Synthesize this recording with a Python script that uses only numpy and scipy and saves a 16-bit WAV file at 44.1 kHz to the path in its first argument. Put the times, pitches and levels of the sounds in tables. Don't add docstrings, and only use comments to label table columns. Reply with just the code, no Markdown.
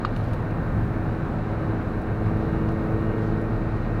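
import sys
import numpy as np
from scipy import signal
from scipy.fft import rfft, irfft, next_fast_len
from scipy.io import wavfile
from scipy.ndimage import map_coordinates

SR = 44100
rng = np.random.default_rng(int(sys.argv[2]) if len(sys.argv) > 2 else 0)


def wav_record(signal):
    frames = np.transpose(np.atleast_2d(signal))
    bounded = np.clip(frames, -1, 1)
    quanta = np.round(bounded * 32767).astype(np.int16)
    wavfile.write(sys.argv[1], SR, quanta)


N = 176400


def amp(db):
    return 10 ** (np.asarray(db) / 20)


def curve(rows):
    return np.interp(np.arange(N) / SR, *np.transpose(rows))


def wobble(rate):
    return map_coordinates(rng.standard_normal(512), [np.arange(N) * rate / SR], mode="wrap")


def noise(spectrum, size=N, tilt_db=0):
    octave = np.log2(np.fft.rfftfreq(size, 1 / SR) + 1)
    hz, db = np.transpose(spectrum)
    gain = amp(np.interp(octave, np.log2(hz), db) + tilt_db * (octave - np.log2(4000)))
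    shaped = irfft(rfft(rng.standard_normal(size)) * gain, size)
    return shaped / np.sqrt(np.mean(shaped ** 2) + 1e-20)


def strike(t, attack, t60):
    return (1 - np.exp(-t / attack)) * np.exp(-np.log(1000) * t / t60)


def swell(start, length):
    return np.sin(np.pi * np.clip((np.arange(N) / SR - start) / length, 0, 1))


def add(out, start, sound):
    part = out[round(start * SR):][:len(sound)]
    part += sound[:len(part)]


# f/Hz, relative level/dB
RUMBLE_SPECTRUM = [(6, -20), (15, -16), (30, 2.5), (48, -4.5), (68, 4.5), (82, -1), (110, 7.5), (135, 2),
                   (165, 3), (200, -11.5), (260, -10.5), (500, -60.5)]
DRUM_SPECTRUM = [(120, -23.5), (200, 3.5), (255, 0), (300, -4.5), (345, -3.5), (400, -10.5), (600, -17),
                 (1200, -62.5)]
ROAR_SPECTRUM = [(150, -21), (350, -1), (500, 2.5), (680, 0.5), (800, -2), (1000, -4), (1270, -3.5),
                 (1440, -6.5), (1570, -4.5), (1700, -12), (2000, -16), (2350, -17.5), (2750, -22.5),
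                 (3150, -32), (4500, -76)]
# t/s, level/dB
RUMBLE_ENVELOPE = [(0, -34), (.25, -27.5), (.65, -27.5), (1.05, -26.5), (1.4, -30), (1.9, -27.5),
                   (2.2, -28), (2.7, -27), (3.2, -28.5), (3.5, -29), (4, -30.5)]
DRUM_ENVELOPE = [(0, -34.5), (.8, -34.5), (1.4, -34), (1.75, -33), (2.1, -36), (3.1, -33.5), (4, -35)]
ROAR_DB = -35.5

def road():
    rumble = amp(curve(RUMBLE_ENVELOPE) + 0.96 * wobble(8.19)) * noise(RUMBLE_SPECTRUM)
    drum = amp(curve(DRUM_ENVELOPE) + 0.21 * wobble(6)) * noise(DRUM_SPECTRUM)
    roar = amp(ROAR_DB + 0.16 * wobble(3.1) + 0.38 * wobble(24.7)) * noise(ROAR_SPECTRUM)
    return rumble + drum + roar


# t/s, speed/rpm
CRANK_SPEED = [(0.0, 3247.0), (0.5, 3242.0), (1.0, 3234.0), (1.5, 3233.0), (2.1, 3233.0), (2.5, 3241.0),
               (3.0, 3252.0), (3.5, 3262.0), (4.0, 3259.0)]
# t/s, throttle (about 0 coasting, about 1 pulling)
ENGINE_LOAD = [(0, -.1), (.5, 0), (1, .05), (1.5, .05), (2.05, .25), (2.3, .9), (2.75, 1), (3.15, 1.1),
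               (3.45, .95), (3.65, .45), (4, .2)]

def crank():
    rpm = curve(CRANK_SPEED)
    turns = np.cumsum(rpm) / (60 * SR)
    return rpm, turns, curve(ENGINE_LOAD)


# multiple of crank speed, relative level coasting/dB, relative level pulling/dB
ENGINE_ORDERS = [(1.0, -58, -44), (2.0, -32.7, -29.3), (3.0, -42, -39), (3.5, -47, -47), (4.0, -43.5, -32),
                 (5.0, -51, -49), (5.5, -50, -55), (6.0, -37.5, -31.5), (7.5, -43, -42.5), (8.0, -51, -39),
                 (8.5, -54, -41.5), (9.0, -55, -49.5), (9.5, -53, -51), (10.0, -70, -49), (10.5, -56, -51),
                 (11.5, -59, -50), (12.5, -58, -52), (13.5, -47, -54), (14.0, -61, -59), (15.0, -70, -58)]
# t/s, gain/dB
UPPER_ORDER_GAIN = [(0, -9), (.4, -7), (.65, -1.5), (1.2, 0), (4, 0)]
# f/Hz, relative level/dB
RASP_SPECTRUM = [(120, -51), (220, 28.5), (450, 3), (700, -12), (1500, -1), (2800, -20), (4200, -29.5),
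                 (7000, -66)]
DRONE_GAIN_DB, CRANK_JITTER_TURNS = -1.5, 0.002
FIRING_ORDER, FIRING_FLUTTER_DB, UPPER_FLUTTER_DB = 2, 1.7, 1
RASP_COAST_DB, RASP_PULL_GAIN_DB, RASP_DEPTH = -49.5, 2.5, 0.7

def engine(turns, throttle):
    angle = 2 * np.pi * (turns + CRANK_JITTER_TURNS * wobble(8))
    drone = np.zeros(N)
    for order, coast_db, pull_db in ENGINE_ORDERS:
        phase = rng.uniform(0, 2 * np.pi) * (order % FIRING_ORDER != 0)
        db = coast_db + (pull_db - coast_db) * throttle
        if order > FIRING_ORDER:
            db += curve(UPPER_ORDER_GAIN) + UPPER_FLUTTER_DB * wobble(7)
        else:
            db += FIRING_FLUTTER_DB * wobble(7)
        drone += np.sqrt(2) * amp(db) * np.cos(order * angle + phase)
    rasp = noise(RASP_SPECTRUM) * (1 + RASP_DEPTH * np.cos(FIRING_ORDER * angle))
    return amp(DRONE_GAIN_DB) * drone + amp(RASP_COAST_DB + RASP_PULL_GAIN_DB * throttle) * rasp


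# t/s, level/dB
THROB_ENVELOPE = [(0, -34.5), (.8, -36.5), (1.5, -39), (2, -38), (2.4, -35.5), (3.3, -32.5), (4, -33.5)]
THROB_MEAN_HZ, THROB_WANDER_RAD, THROB_FLUTTER_DB = 35.4, 0.17, 1.4

def wheels(turns):
    cycles = THROB_MEAN_HZ * N / SR * turns / turns[-1]
    level = amp(curve(THROB_ENVELOPE) + THROB_FLUTTER_DB * wobble(12))
    return np.sqrt(2) * level * np.sin(2 * np.pi * cycles + THROB_WANDER_RAD * wobble(11))


# f/Hz, relative level/dB, T60/s
PLASTIC_MODES = [(1210, 1, 0.0095), (1370, -13, 0.0041), (2830, -34, 0.058), (3770, -34, 0.029),
                 (4500, -27.5, 0.011), (4810, -27, 0.011)]
# f/Hz, relative level/dB
CRACK_SPECTRUM = [(600, -16), (1700, 2), (3200, 5), (4500, 8), (5700, -21), (6700, -13), (8400, -20),
                  (10000, -35)]
KNOCK_START_S, KNOCK_GAIN_DB, KNOCK_ATTACK_S = 0.0491, -3, 0.00082
CRACK_RELATIVE_DB, CRACK_T60_S = -33, 0.059

def knock():
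    out, t = np.zeros(N), np.arange(SR // 10) / SR
    ring = sum(amp(db) * strike(t, KNOCK_ATTACK_S, t60) * np.sin(2 * np.pi * hz * t)
               for hz, db, t60 in PLASTIC_MODES)
    crack = strike(t, KNOCK_ATTACK_S, CRACK_T60_S) * noise(CRACK_SPECTRUM, size=len(t))
    add(out, KNOCK_START_S, amp(KNOCK_GAIN_DB) * (ring + amp(CRACK_RELATIVE_DB) * crack))
    return out


# t/s, level before filtering/dB, attack/s, T60/s, tilt/(dB per octave), cutoff/Hz
TRIM_TICKS = [(.1635, -28, .0004, .016, -4, 14000), (.168, -56, .002, .12, 4, 15000),
              (.208, -50, .0003, .02, -2, 14000), (.238, -49, .002, .05, -1.5, 13000),
              (.3315, -39, .002, .035, -2, 10000), (.335, -52, .001, .05, 6, 18000),
              (.509, -43, .0003, .015, -4, 12000), (2.015, -53, .001, .045, 1, 15000),
              (2.279, -55, .0003, .015, 1, 15000), (2.37, -54, .0003, .015, 0, 14000),
              (2.689, -38, .0003, .014, 6, 6000), (2.717, -53, .001, .03, 2, 13000),
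              (2.908, -56, .0003, .015, 3, 15000), (3.012, -55, .0003, .015, 3, 15000),
              (3.067, -54, .0003, .015, 1, 11000), (3.414, -50, .002, .035, 1, 12000),
              (3.768, -55, .0003, .015, 1, 12000)]
# f/Hz, relative level/dB
TICK_SPECTRUM = [(700, -22), (1600, -3), (2200, -4), (2750, 3), (3250, -9), (3850, -1), (4800, -9),
                 (6800, -13), (8000, -18), (9600, -9), (11000, -14), (12600, -19), (13300, -9),
                 (14200, -19)]

def ticks():
    out, t = np.zeros(N), np.arange(SR // 10) / SR
    for start, db, attack, t60, tilt_db, cutoff_hz in TRIM_TICKS:
        tick = amp(db) * strike(t, attack, t60) * noise(TICK_SPECTRUM, size=len(t), tilt_db=tilt_db)
        lowpass = signal.butter(4, cutoff_hz, fs=SR, output="sos")
        add(out, start, signal.sosfilt(lowpass, tick))
    return out


# multiple of crank speed, level coasting/dB, level pulling/dB,
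# gain above mean speed/(dB per rpm), phase wander/rad
GEAR_TONES = [(16.5, -63, -55, 0, .4), (20, -61, -55, 0, .4), (32.45, -57.5, -59.5, -.05, 1.1),
              (34.25, -56, -53.5, .17, .45), (39, -69, -67, 0, .8), (41, -69, -66, 0, .7)]
WHINE_FLUTTER_DB = 0.9

def whine(rpm, turns, throttle):
    extra_rpm = rpm - rpm.mean()
    tones = np.zeros(N)
    for multiple, coast_db, pull_db, db_per_rpm, wander in GEAR_TONES:
        db = coast_db + (pull_db - coast_db) * throttle + db_per_rpm * extra_rpm
        level = amp(db + WHINE_FLUTTER_DB * wobble(4.82))
        tones += level * np.sin(2 * np.pi * multiple * turns + wander * wobble(14))
    return np.sqrt(2) * tones


# f/Hz, relative level/dB
WIND_SPECTRUM = [(1000, 4), (2500, 0.5), (3400, 4), (3950, 8.5), (4500, 1), (5300, -5), (7000, -12.5),
                 (9000, -31), (14000, -38)]
# t/s, level/dB
WIND_ENVELOPE = [(0, -58), (.7, -60.5), (1.6, -58.5), (2.1, -60), (2.45, -57.5), (2.8, -60), (3.22, -59),
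                 (3.45, -59.5), (3.82, -57.5), (4, -59)]
# t/s, duration/s, f/Hz, peak level/dB, phase wander/rad
SEAL_WHISTLES = [(1.2, .8, 2960, -69, .8), (1.0, .65, 7830, -81, 3), (1.05, .6, 7580, -83, 3),
                 (1.1, .55, 6750, -83, 2), (2.44, .26, 2850, -58.5, .8), (2.96, .28, 2845, -58.5, .6)]

def wind():
    t = np.arange(N) / SR
    air = amp(curve(WIND_ENVELOPE) + 0.7 * wobble(14)) * noise(WIND_SPECTRUM)
    for start, length, hz, db, wander in SEAL_WHISTLES:
        air += amp(db) * swell(start, length) * np.sin(2 * np.pi * hz * t + wander * wobble(54))
    return air


# t/s, duration/s, level/dB
TRIM_RUSTLES = [(0.132, 0.32, -65), (3.145, 0.18, -60.5)]
# f/Hz, relative level/dB
RUSTLE_SPECTRUM = [(1500, -10), (3000, 7), (6500, -6), (8500, -13), (12000, -18), (15000, -15)]
RUSTLE_CATCH_DB = 1.8

def rustle():
    rubbing = sum(amp(db) * swell(start, length) for start, length, db in TRIM_RUSTLES)
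    return rubbing * amp(RUSTLE_CATCH_DB * wobble(90)) * noise(RUSTLE_SPECTRUM)


def scene():
    rpm, turns, throttle = crank()
    cabin = road() + engine(turns, throttle) + wheels(turns) + knock() + ticks()
    background = whine(rpm, turns, throttle) + wind() + rustle()
    return (cabin + background)[None]


# f/Hz, relative level/dB
SELF_NOISE_SPECTRUM = [(3000, 3.5), (7500, 2.5), (9000, 0.5), (10000, -1), (13500, -6), (14800, -8.5),
                       (15600, -14)]
SELF_NOISE_DB, BAND_LIMIT_HZ = -71, 15730

def record(dry):
    heard = dry + amp(SELF_NOISE_DB) * noise(SELF_NOISE_SPECTRUM)
    size = next_fast_len(N + SR // 2)
    passband = np.fft.rfftfreq(size, 1 / SR) < BAND_LIMIT_HZ
    return irfft(rfft(heard, size) * passband, size)[..., :N]


dry = scene()
out = record(dry)
wav_record(out)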